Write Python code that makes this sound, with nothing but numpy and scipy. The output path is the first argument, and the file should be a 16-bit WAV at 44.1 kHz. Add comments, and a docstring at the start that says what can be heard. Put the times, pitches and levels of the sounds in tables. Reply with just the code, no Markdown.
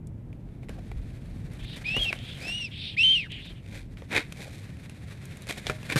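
"""A black stork lands beside its mate on a stick nest high in a forest tree, over a low outdoor rumble.
First, feathers rustle on the sticks, twigs snap and a foot knocks the nest.
From 1.6 to 3.6 s, hoarse hisses of breath alternate with three thin, arched whistles.
Wings sweep the sticks during the calls and hardest near 4.2 s.
From 5.4 s, sweeps and snaps crowd together; heavy blows thud on the nest and ring the bough."""
import sys
import numpy as np
from scipy import signal
from scipy.fft import rfft, irfft, next_fast_len
from scipy.io import wavfile
from scipy.ndimage import uniform_filter1d, map_coordinates

SR = 44100
rng = np.random.default_rng(int(sys.argv[2]) if len(sys.argv) > 2 else 0)


def to_wav(sig):
    """Store sig (one row per channel, or 1-D mono) as 16-bit WAV at the path in sys.argv[1].

    Samples outside -1..1 are clipped; the rate is SR.
    """
    pcm = np.clip(np.atleast_2d(sig), -1, 1) * 32767
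    pcm = np.round(pcm).astype(np.int16)
    wavfile.write(sys.argv[1], SR, pcm.T)  # frames by channels


N = 264147
TIME = np.arange(N) / SR

# Background. Each row: time in seconds, relative gust and rumble levels in dB.
WIND_LEVELS = [(0.0, -48.5, -41), (1.5, -42.5, -39.5), (2.7, -55, -43), (3.8, -49.5, -43),
               (5.1, -64, -42.5), (5.99, -54, -41.5)]
# Swells of deep air. Each row: centre in seconds, half length in seconds, level in dB.
GUST_SWELLS = [(0.98, 0.05, -31), (1.986, 0.057, -37.5), (5.697, 0.029, -45)]
# Gust and rumble spectra. Each row: frequency in Hz, gain in dB.
GUST_SPECTRUM = [(12, 2.5), (25, 10.5), (45, 28.5), (65, 10), (110, -24), (400, -53.5), (2000, -83.5)]
RUMBLE_SPECTRUM = [(40, -17), (70, -2), (110, 1), (160, -2.5), (250, -10), (400, -20.5), (700, -29),
                   (1200, -40.5), (2400, -45.5), (3300, -53), (4200, -59.5), (13000, -61)]
# Trunk, boughs and nearby trees. 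Each row: delay in seconds, gain in dB.
TREE_ECHOES = [(.0043, -34), (0.009, -21), (0.022, -26.5), (0.087, -30.5), (0.121, -42)]
# Feathers and feet stirring. Each row: time in seconds, relative level in dB.
RUSTLE_LEVELS = [(0.0, -85), (0.58, -71), (0.82, -64), (1.42, -61.5), (2.03, -51.5), (2.25, -55.5),
                 (2.47, -59), (2.62, -60.5), (3.1, -68.5), (3.49, -59), (3.7, -73.5), (4.1, -60),
                 (4.59, -60.5), (4.9, -59.5), (5.75, -52.5), (5.99, -49)]
# Feathers and quills on sticks. Each row: frequency in Hz, gain in dB.
FEATHER_SPECTRUM = [(500, -26), (900, -2.5), (1200, -0.5), (1800, 6), (2400, 6), (2900, -2), (3800, 1),
                    (5000, -7), (6600, -9), (9000, -8.5), (12000, -14.5), (13500, -18)]
QUILL_SPECTRUM = [(120, -40), (200, -42), (284, 10.5), (328, -37), (442, -2), (483, -8.5), (763, -3),
                  (1230, -9), (1460, 0), (2400, 6), (2860, -8.5), (3720, -5), (5200, -19), (9140, -23),
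                  (13500, -33)]
# Feet on the moss lining. Each row: centre in seconds, half length in seconds, level in dB.
FOOT_SCUFFS = [(0.78, 0.024, -53.5), (2.027, 0.16, -54), (2.457, 0.08, -58), (4.4, 0.023, -55),
               (4.484, 0.03, -56)]
# Blows of feet and wings. Each row: start in seconds, relative level in dB, thud gain in dB,
# seconds for the rattle to fall 30 dB, relative bough ring in dB.
NEST_BLOWS = [(0.694, -45.5, 1.5, 0.19, -14), (1.966, -42.5, 13, 0.038, -26), (5.698, -29, -3, 0.032, -3),
              (5.9593, -29.5, 9.5, 0.058, -32), (5.9651, -23.5, -5, 0.037, -25)]
# Stick heap. Each row: frequency in Hz, width in Hz, gain in dB.
HEAP_MODES = [(132, 91, 7), (226, 36, -1), (420, 42, -21.5), (795, 23, -15), (1000, 430, -2),
              (1570, 180, 0), (2210, 290, -19), (3020, 300, -61.5)]
# Bough. Each row: frequency in Hz, T60 in seconds, gain in dB.
BOUGH_RING = [(413, 0.13, -3.5), (493, 0.067, 0), (618, 0.2, -1.5), (744, 0.12, -11), (1410, 0.026, 10.5),
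              (2400, 0.035, 3)]
# Loud snaps. Each row: start in seconds, peak in dB, ring in Hz, wood and splinter in dB re the crack.
TWIG_SNAPS = [(0.071, -43.5, 3500, -10, 13), (0.329, -43, 2220, -17, -17), (0.489, -49, 2280, -8, -20),
              (0.632, -40, 2000, 3, -16), (0.6865, -37, 1990, -15, -14), (0.6934, -30.5, 2360, 8, -7),
              (0.916, -31.5, 2130, 4.5, -15), (1.534, -42.5, 3000, 7, 6), (2.128, -15.5, 2260, -10, -20.5),
              (2.1887, -34, 3120, -15, -18), (3.319, -31.5, 3260, -14, -13), (3.6624, -41.5, 2290, -7, -18),
              (3.972, -37, 2260, -20, -23), (4.021, -34.5, 1990, 9, -20), (4.3234, -26, 2440, -10, -6),
              (4.8962, -32.5, 2560, -5, -3.5), (5.254, -36, 2320, -18, 5), (5.371, -38, 2300, -4, 1),
              (5.4205, -35.5, 3800, -20, 6), (5.4698, -31, 2300, 0, -3), (5.4955, -23, 2300, -5, -7),
              (5.668, -15.5, 3360, -5.5, -20), (5.83, -33, 2500, -4, -10)]
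# Twig resonances. Each row: multiple of the ring pitch, width in Hz, gain in dB.
CRACK_MODES = [(.68, 400, -3.5), (1, 331, 6.5), (1.55, 450, -15)]
# Wing strokes. Each row: peak time, rise and fall in seconds, level in dB, treble gain in dB.
WING_STROKES = [(1.772, 0.019, 0.023, -45.5, 14.5), (1.975, 0.057, 0.018, -46, -11),
                (2.04, 0.081, 0.028, -52.5, 26), (2.48, 0.21, 0.086, -48, 15.5),
                (3.766, .13, 0.081, -49.5, 13), (4.122, 0.017, 0.09, -32, 3.5),
                (4.174, 0.037, 0.041, -25.5, 2.5), (4.411, 0.087, 0.092, -50, 16),
                (4.55, 0.11, 0.14, -57.5, 18), (5.499, 0.029, 0.058, -39, 15),
                (5.509, 0.0064, 0.0055, -28, 5), (5.582, 0.022, .025, -43, 14.5),
                (5.686, 0.045, 0.057, -40, 10), (5.902, 0.015, 0.03, -34.5, 5.5),
                (5.927, 0.016, 0.024, -32, 7.5), (5.98, 0.01, .05, -34.5, 21.5)]
# Hisses. 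Each row: start, crest and end in seconds, relative level in dB, wheeze at the crest in Hz.
HISS_CALLS = [(1.582, 1.739, 1.796, -45.5, 3700), (2.136, 2.314, 2.395, -44.5, 3430),
              (2.705, 2.875, 2.96, -37, 3667), (3.29, 3.328, 3.43, -40.5, 3065),
              (3.349, 3.473, 3.535, -47, 3560), (3.543, 3.564, 3.62, -56.5, 3100)]
# Breath of a hiss; air beside a whistle; bill filter on overtones. Each row: frequency in Hz, gain in dB.
THROAT_SPECTRUM = [(900, -53.5), (1500, -30.5), (2050, -12.5), (2500, -3), (2900, -1.5), (3450, 0),
                   (3900, -2), (4400, -9.5), (5400, -20.5), (6500, -46), (8200, -29), (10500, -37),
                   (14000, -64)]
AIR_SPECTRUM = [(900, -41.5), (1500, -33), (2100, -5), (2650, 1), (3600, 1.5), (4300, -6.5), (5200, -18),
                (6700, -28.5), (8800, -24.5), (11000, -34), (14000, -43)]
BILL_RESPONSE = [(2600, -8), (4200, 2.5), (5000, 6.5), (5650, -1.5), (6200, -12), (7200, -16), (8400, -8),
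                 (9400, -14), (11500, -18)]
# Whistles. Each row: start, crest and end in seconds, lower-register crest pitch and sag in Hz,
# level in dB, attack and release in seconds, relative overtone and rasp levels in dB, flutter in dB.
WHISTLE_CALLS = [(1.839, 2.001, 2.133, 2923, 544, -30.5, 0.03, 0.039, -23.5, -20.5, 2.5),
                 (2.393, 2.546, 2.7, 2877, 443, -34.5, 0.13, 0.055, -13.5, -24, 1.6),
                 (2.966, 3.109, 3.275, 3025, 1333, -20.5, 0.032, .14, -22.5, -27, 0.3)]
# Upper register of a forced whistle. Each row: start and end in seconds, pitch in Hz, glide in Hz/s.
REGISTER_LEAPS = [(1.991, 2.053, 3305, -1200), (3.033, 3.153, 3078, 654.5)]


def from_db(db):
    """Decibels to gain."""
    return 10 ** (np.asarray(db) / 20)


def rms_one(x):
    """Scales to unit power."""
    return x / np.sqrt(np.mean(x ** 2) + 1e-20)


def in_time(rows):
    """Each column of a curve, per sample."""
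    s, *columns = np.transpose(rows)
    return [np.interp(TIME, np.sort(s), c) for c in columns]


def swells(rows):
    """Sum of bell-shaped envelopes."""
    return sum(from_db(db) * np.exp(-((TIME - s) / half_s) ** 2) for s, half_s, db in rows)


def drift(rate_hz):
    """Smooth random wander; rms one."""
    coarse = TIME[::16]
    wander = map_coordinates(rng.standard_normal(N // 32), [coarse * rate_hz * 2], order=2, mode="wrap")
    return np.interp(TIME, coarse, rms_one(wander))


def band(x, low_hz, high_hz):
    """Causal band-pass."""
    return signal.sosfilt(signal.butter(2, [low_hz, high_hz], "band", fs=SR, output="sos"), x)


def colour(x, spectrum):
    """Gives a steady noise a spectrum; rms one."""
    hz, db = np.transpose(spectrum)
    size = next_fast_len(N)
    bins_hz = np.maximum(np.arange(size // 2 + 1) * SR / size, 1)
    gain = from_db(np.interp(np.log(bins_hz), np.log(hz), db))
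    return rms_one(irfft(rfft(x, size) * gain, size)[:N])


def noise(spectrum):
    """Coloured Gaussian noise; rms one."""
    return colour(rng.standard_normal(N), spectrum)


def narrow_noise(phase, rate_hz, on):
    """Noise band around a carrier phase."""
    return drift(rate_hz)[on] * np.sin(phase) + drift(rate_hz)[on] * np.cos(phase)


def resonance(x, hz, width_hz):
    """One damped mode; peak gain one."""
    r = np.exp(-np.pi * width_hz / SR)
    gain = (1 - r * r) / 2
    return signal.lfilter([gain, 0, -gain], [1, -2 * r * np.cos(2 * np.pi * hz / SR), r * r], x)


def grains(per_s, spread_db):
    """Random tiny contacts of uneven size."""
    sizes = from_db(spread_db * np.minimum(rng.exponential(1, N), 4))
    return rms_one(sizes * rng.choice([-1, 1], N) * (rng.random(N) < per_s / SR))


def add(out, start_s, sound):
    """Mixes a sound in."""
    start = int(start_s * SR)
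    out[start:start + len(sound)] += sound[:max(N - start, 0)]


def wind(gustiness_db=0.5, rumble_gain_db=0.5):
    """Steady outdoor rumble with slow gusts beneath it."""
    gust_db, rumble_db = in_time(WIND_LEVELS)
    gusts = (from_db(gust_db + gustiness_db * drift(4)) + swells(GUST_SWELLS)) * noise(GUST_SPECTRUM)
    return gusts + from_db(rumble_db + rumble_gain_db) * noise(RUMBLE_SPECTRUM)


def forest(x, tail_db=-25, t60_s=0.22):
    """Adds echoes from the nearest wood and faint scatter from the trees around."""
    response = band(rng.standard_normal(SR), 270, 5000) * from_db(-60 * TIME[:SR] / t60_s)
    response = from_db(tail_db) * response / np.linalg.norm(response)
    for delay_s, db in TREE_ECHOES:
        response[int(delay_s * SR)] += from_db(db)
    return x + signal.fftconvolve(x, response)[:N]


def rustle(feather_db=1.5, moss_db=-5.5, waver_db=2.5):
    """Feathers slide over sticks in fine grains; the moss lining crunches dully."""
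    db, = in_time(RUSTLE_LEVELS)
    feathers = from_db(feather_db) * colour(grains(per_s=9000, spread_db=2.9), FEATHER_SPECTRUM)
    moss = from_db(moss_db) * rms_one(band(grains(per_s=2500, spread_db=4.0), 320, 700))
    return from_db(db + waver_db * drift(25)) * (feathers + moss)


def scuffs(grit_db=6.5):
    """A foot drags through the lining with a short, hollow crunch."""
    crunch = grains(per_s=3000, spread_db=5.6)
    hollow = rms_one(resonance(crunch, 500, 270) - resonance(crunch, 793, 113))
    return swells(FOOT_SCUFFS) * hollow * from_db(grit_db * drift(80))


def knocks(heap_db=-20.0, bough_db=7.0, rattle_gain=0.18, thud_below_hz=500):
    """A blow rattles the springy stick heap; the bough rings on."""
    out, age = np.zeros(N), TIME[:SR // 5]
    bough = sum(from_db(db - 60 * age / t60_s) * np.sin(2 * np.pi * hz * age)
                for hz, t60_s, db in BOUGH_RING) / 2
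    for start_s, db, thud_db, rattle_s, ring_db in NEST_BLOWS:
        blow = rattle_gain * rng.standard_normal(len(age)) * from_db(-30 * age / rattle_s)
        blow[0] = 2  # impact
        heap = sum(from_db(mode_db + thud_db * (hz < thud_below_hz)) * rms_one(resonance(blow, hz, width))
                   for hz, width, mode_db in HEAP_MODES)
        add(out, start_s, from_db(db) * (from_db(heap_db) * heap + from_db(bough_db + ring_db) * bough))
    return out


def small_twigs(per_s=4.5, gain_db=14, spread_db=3, ring_hz=2310, wood_db=-11, splinter_db=-9.5):
    """Snap rows for small twigs giving way at random, as strongly as the birds stir."""
    wait, strength = rng.random((64, 2)).T
    starts_s = np.cumsum(-np.log(1 - wait)) / per_s
    peaks_db = np.interp(starts_s, *np.transpose(RUSTLE_LEVELS)) + gain_db + spread_db * (2 * strength - 1)
    return [(s, db, ring_hz, wood_db, splinter_db) for s, db in zip(starts_s, peaks_db)]


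def twigs(tear_t60_s=0.022, tear_gain=0.25, spray_decay_s=0.0026):
    """One sharp crack through the wood, then a short spray of tearing fibres."""
    out, age = np.zeros(N), TIME[:SR // 10]
    for start_s, peak_db, ring_hz, wood_db, splinter_db in TWIG_SNAPS + small_twigs():
        snap = tear_gain * rng.standard_normal(len(age)) * from_db(-60 * age / tear_t60_s)
        snap[0] = 2  # fracture
        spray = rng.standard_normal(len(age)) * np.exp(-age / spray_decay_s)
        ring = sum(from_db(db) * resonance(snap, ratio * ring_hz, width)
                   for ratio, width, db in CRACK_MODES)
        wood = from_db(wood_db) * rms_one(band(snap, 320, 730))
        crack = rms_one(band(ring, ring_hz / 2, ring_hz * 2))
        splinters = from_db(splinter_db) * rms_one(band(spray, 5700, 11100))
        sound = wood + crack + splinters
        add(out, start_s, from_db(peak_db) * sound / np.abs(sound).max())
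    return out


def wing_sweeps(flutter_db=3.0, treble_hz=4800, air_db=-15.5, air_follow=0.7):
    """Stiff quills rake the sticks in a burst of contacts; the wing pushes a puff of air."""
    rake = colour(grains(per_s=11000, spread_db=2.8), QUILL_SPECTRUM) * from_db(flutter_db * drift(170))
    treble = signal.sosfiltfilt(signal.butter(2, treble_hz, "high", fs=SR, output="sos"), rake)
    air = rms_one(band(rng.standard_normal(N), 120, 520))
    out = np.zeros(N)
    for peak_s, rise_s, fall_s, db, treble_db in WING_STROKES:
        away = np.maximum((peak_s - TIME) / rise_s, (TIME - peak_s) / fall_s)
        near = away < 4
        stroke = from_db(-18.7 * away[near] ** 1.44)
        quills = from_db(db) * (rake[near] + (from_db(treble_db) - 1) * treble[near])
        out[near] += stroke * (quills + from_db(air_db + air_follow * db) * air[near])
    return out


def hiss(row, gain_db=-1.5, swell_db=10.5, rough_db=0.5, wheeze_db=-4.5, edge_s=0.012, throat_hz=3480):
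    """Unvoiced rush with a narrow wheeze; both swell and slide up as the throat opens."""
    start_s, crest_s, end_s, crest_db, crest_hz = row
    away = np.maximum((crest_s - TIME) / (crest_s - start_s), (TIME - crest_s) / (end_s - crest_s))
    closing = np.clip(away, 0, 1) ** 1.5
    db = crest_db + gain_db - swell_db * closing
    hz = crest_hz * (1 - 0.16 * closing)
    gate = np.clip(np.minimum(TIME - start_s, end_s - TIME) / edge_s, 0, 1)
    on = gate > 0
    read_at = np.cumsum((hz[on] / throat_hz) ** 0.9)  # the spectrum slides with the wheeze
    rush = np.zeros(N)
    rush[on] = map_coordinates(noise(THROAT_SPECTRUM)[:SR], [read_at], order=3, mode="wrap")
    phase = 2 * np.pi * np.cumsum(hz[on]) / SR
    rush[on] += from_db(wheeze_db) * narrow_noise(phase, 200, on)
    return from_db(db + rough_db * drift(100)) * rush * gate


def whistle_arch(t, start_s, crest_s, end_s, crest_hz, sag_hz, db, attack_s, release_s):
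    """Pitch and level: scoops up from slack, climbs, may leap, sags, drops as the air runs out."""
    slack_hz, scoop_s, climb_hz_per_s, spent_hz, drop_s = 1789, 0.01, 3300, 1400, 0.013
    attack_db, release_db = 19.5, 34
    leap_db, leap_sag_db_per_s, leap_s = 3, 35, 0.0029
    age, left = np.maximum(t - start_s, 0), np.maximum(end_s - t, 0)
    hz = crest_hz - climb_hz_per_s * np.maximum(crest_s - t, 0)
    hz -= sag_hz * (np.maximum(t - crest_s, 0) / (end_s - crest_s)) ** 2
    hz += (slack_hz - hz) * np.exp(-age / scoop_s) + (spent_hz - hz) * np.exp(-left / drop_s)
    level_db = db - attack_db * np.maximum(1 - age / attack_s, 0) ** 2
    level_db -= release_db * np.maximum(1 - left / release_s, 0) ** 1.6
    for up_s, down_s, upper_hz, glide_hz_per_s in REGISTER_LEAPS:
        upper = np.clip(np.minimum(t - up_s, down_s - t) / leap_s + 0.5, 0, 1)
        hz += upper * (upper_hz + glide_hz_per_s * (t - up_s) - hz)
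        level_db += upper * (leap_db - leap_sag_db_per_s * (t - up_s))
    return hz, level_db


def whistle(row, jitter=0.0098, waver=0.0062, fray=0.29, rasp_blur=1.7, overtone_growth=0.32, air_db=-48):
    """A nearly pure, trembling tone; breaks up where weak, frays where forced."""
    start_s, crest_s, end_s, *shape, overtone_db, rasp_db, flutter_db = row
    gate = uniform_filter1d(1. * ((TIME > start_s) & (TIME < end_s)), size=256)
    on = gate > 1e-6
    hz, level_db = whistle_arch(TIME[on], start_s, crest_s, end_s, *shape)
    force_db = level_db - level_db.max()
    tremble = 1 + jitter * drift(350)[on] + waver * flutter_db * drift(22)[on]
    phase = 2 * np.pi * np.cumsum(hz * tremble) / SR
    rasp = np.minimum(from_db(rasp_db - force_db), 1)
    tone = np.sqrt(1 - rasp ** 2) * np.sin(phase) + rasp * narrow_noise(phase, 300, on) / np.sqrt(2)
    blur_rad = (fray * from_db(0.25 * (level_db + 31)) + rasp_blur * rasp) * drift(610)[on]
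    for k in (2, 3):
        bill_db = np.interp(k * hz, *np.transpose(BILL_RESPONSE))
        partial_db = overtone_db + overtone_growth * force_db + bill_db + 2.0 * drift(50)[on]
        tone += from_db(partial_db) * np.sin(k * phase + blur_rad)
    out = np.zeros(N)
    out[on] = np.sqrt(2) * from_db(level_db + flutter_db * drift(50)[on]) * tone
    # the rush of air grows more slowly than the tone
    out[on] += from_db(air_db + 0.6 * (level_db + 38.5)) * noise(AIR_SPECTRUM)[on]
    return out * gate


def scene():
    """Calls and blows echo among the trees; rustle and rumble lie beneath."""
    calls = sum(whistle(row) for row in WHISTLE_CALLS) + sum(hiss(row) for row in HISS_CALLS)
    return (forest(calls + wing_sweeps() + twigs() + knocks()) + scuffs() + rustle() + wind())[None]


def record(dry):
    """Steep low-pass at 13.7 kHz."""
    return signal.sosfilt(signal.ellip(10, 0.2, 80, 13700, fs=SR, output="sos"), dry)


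dry = scene()
out = record(dry)
to_wav(out)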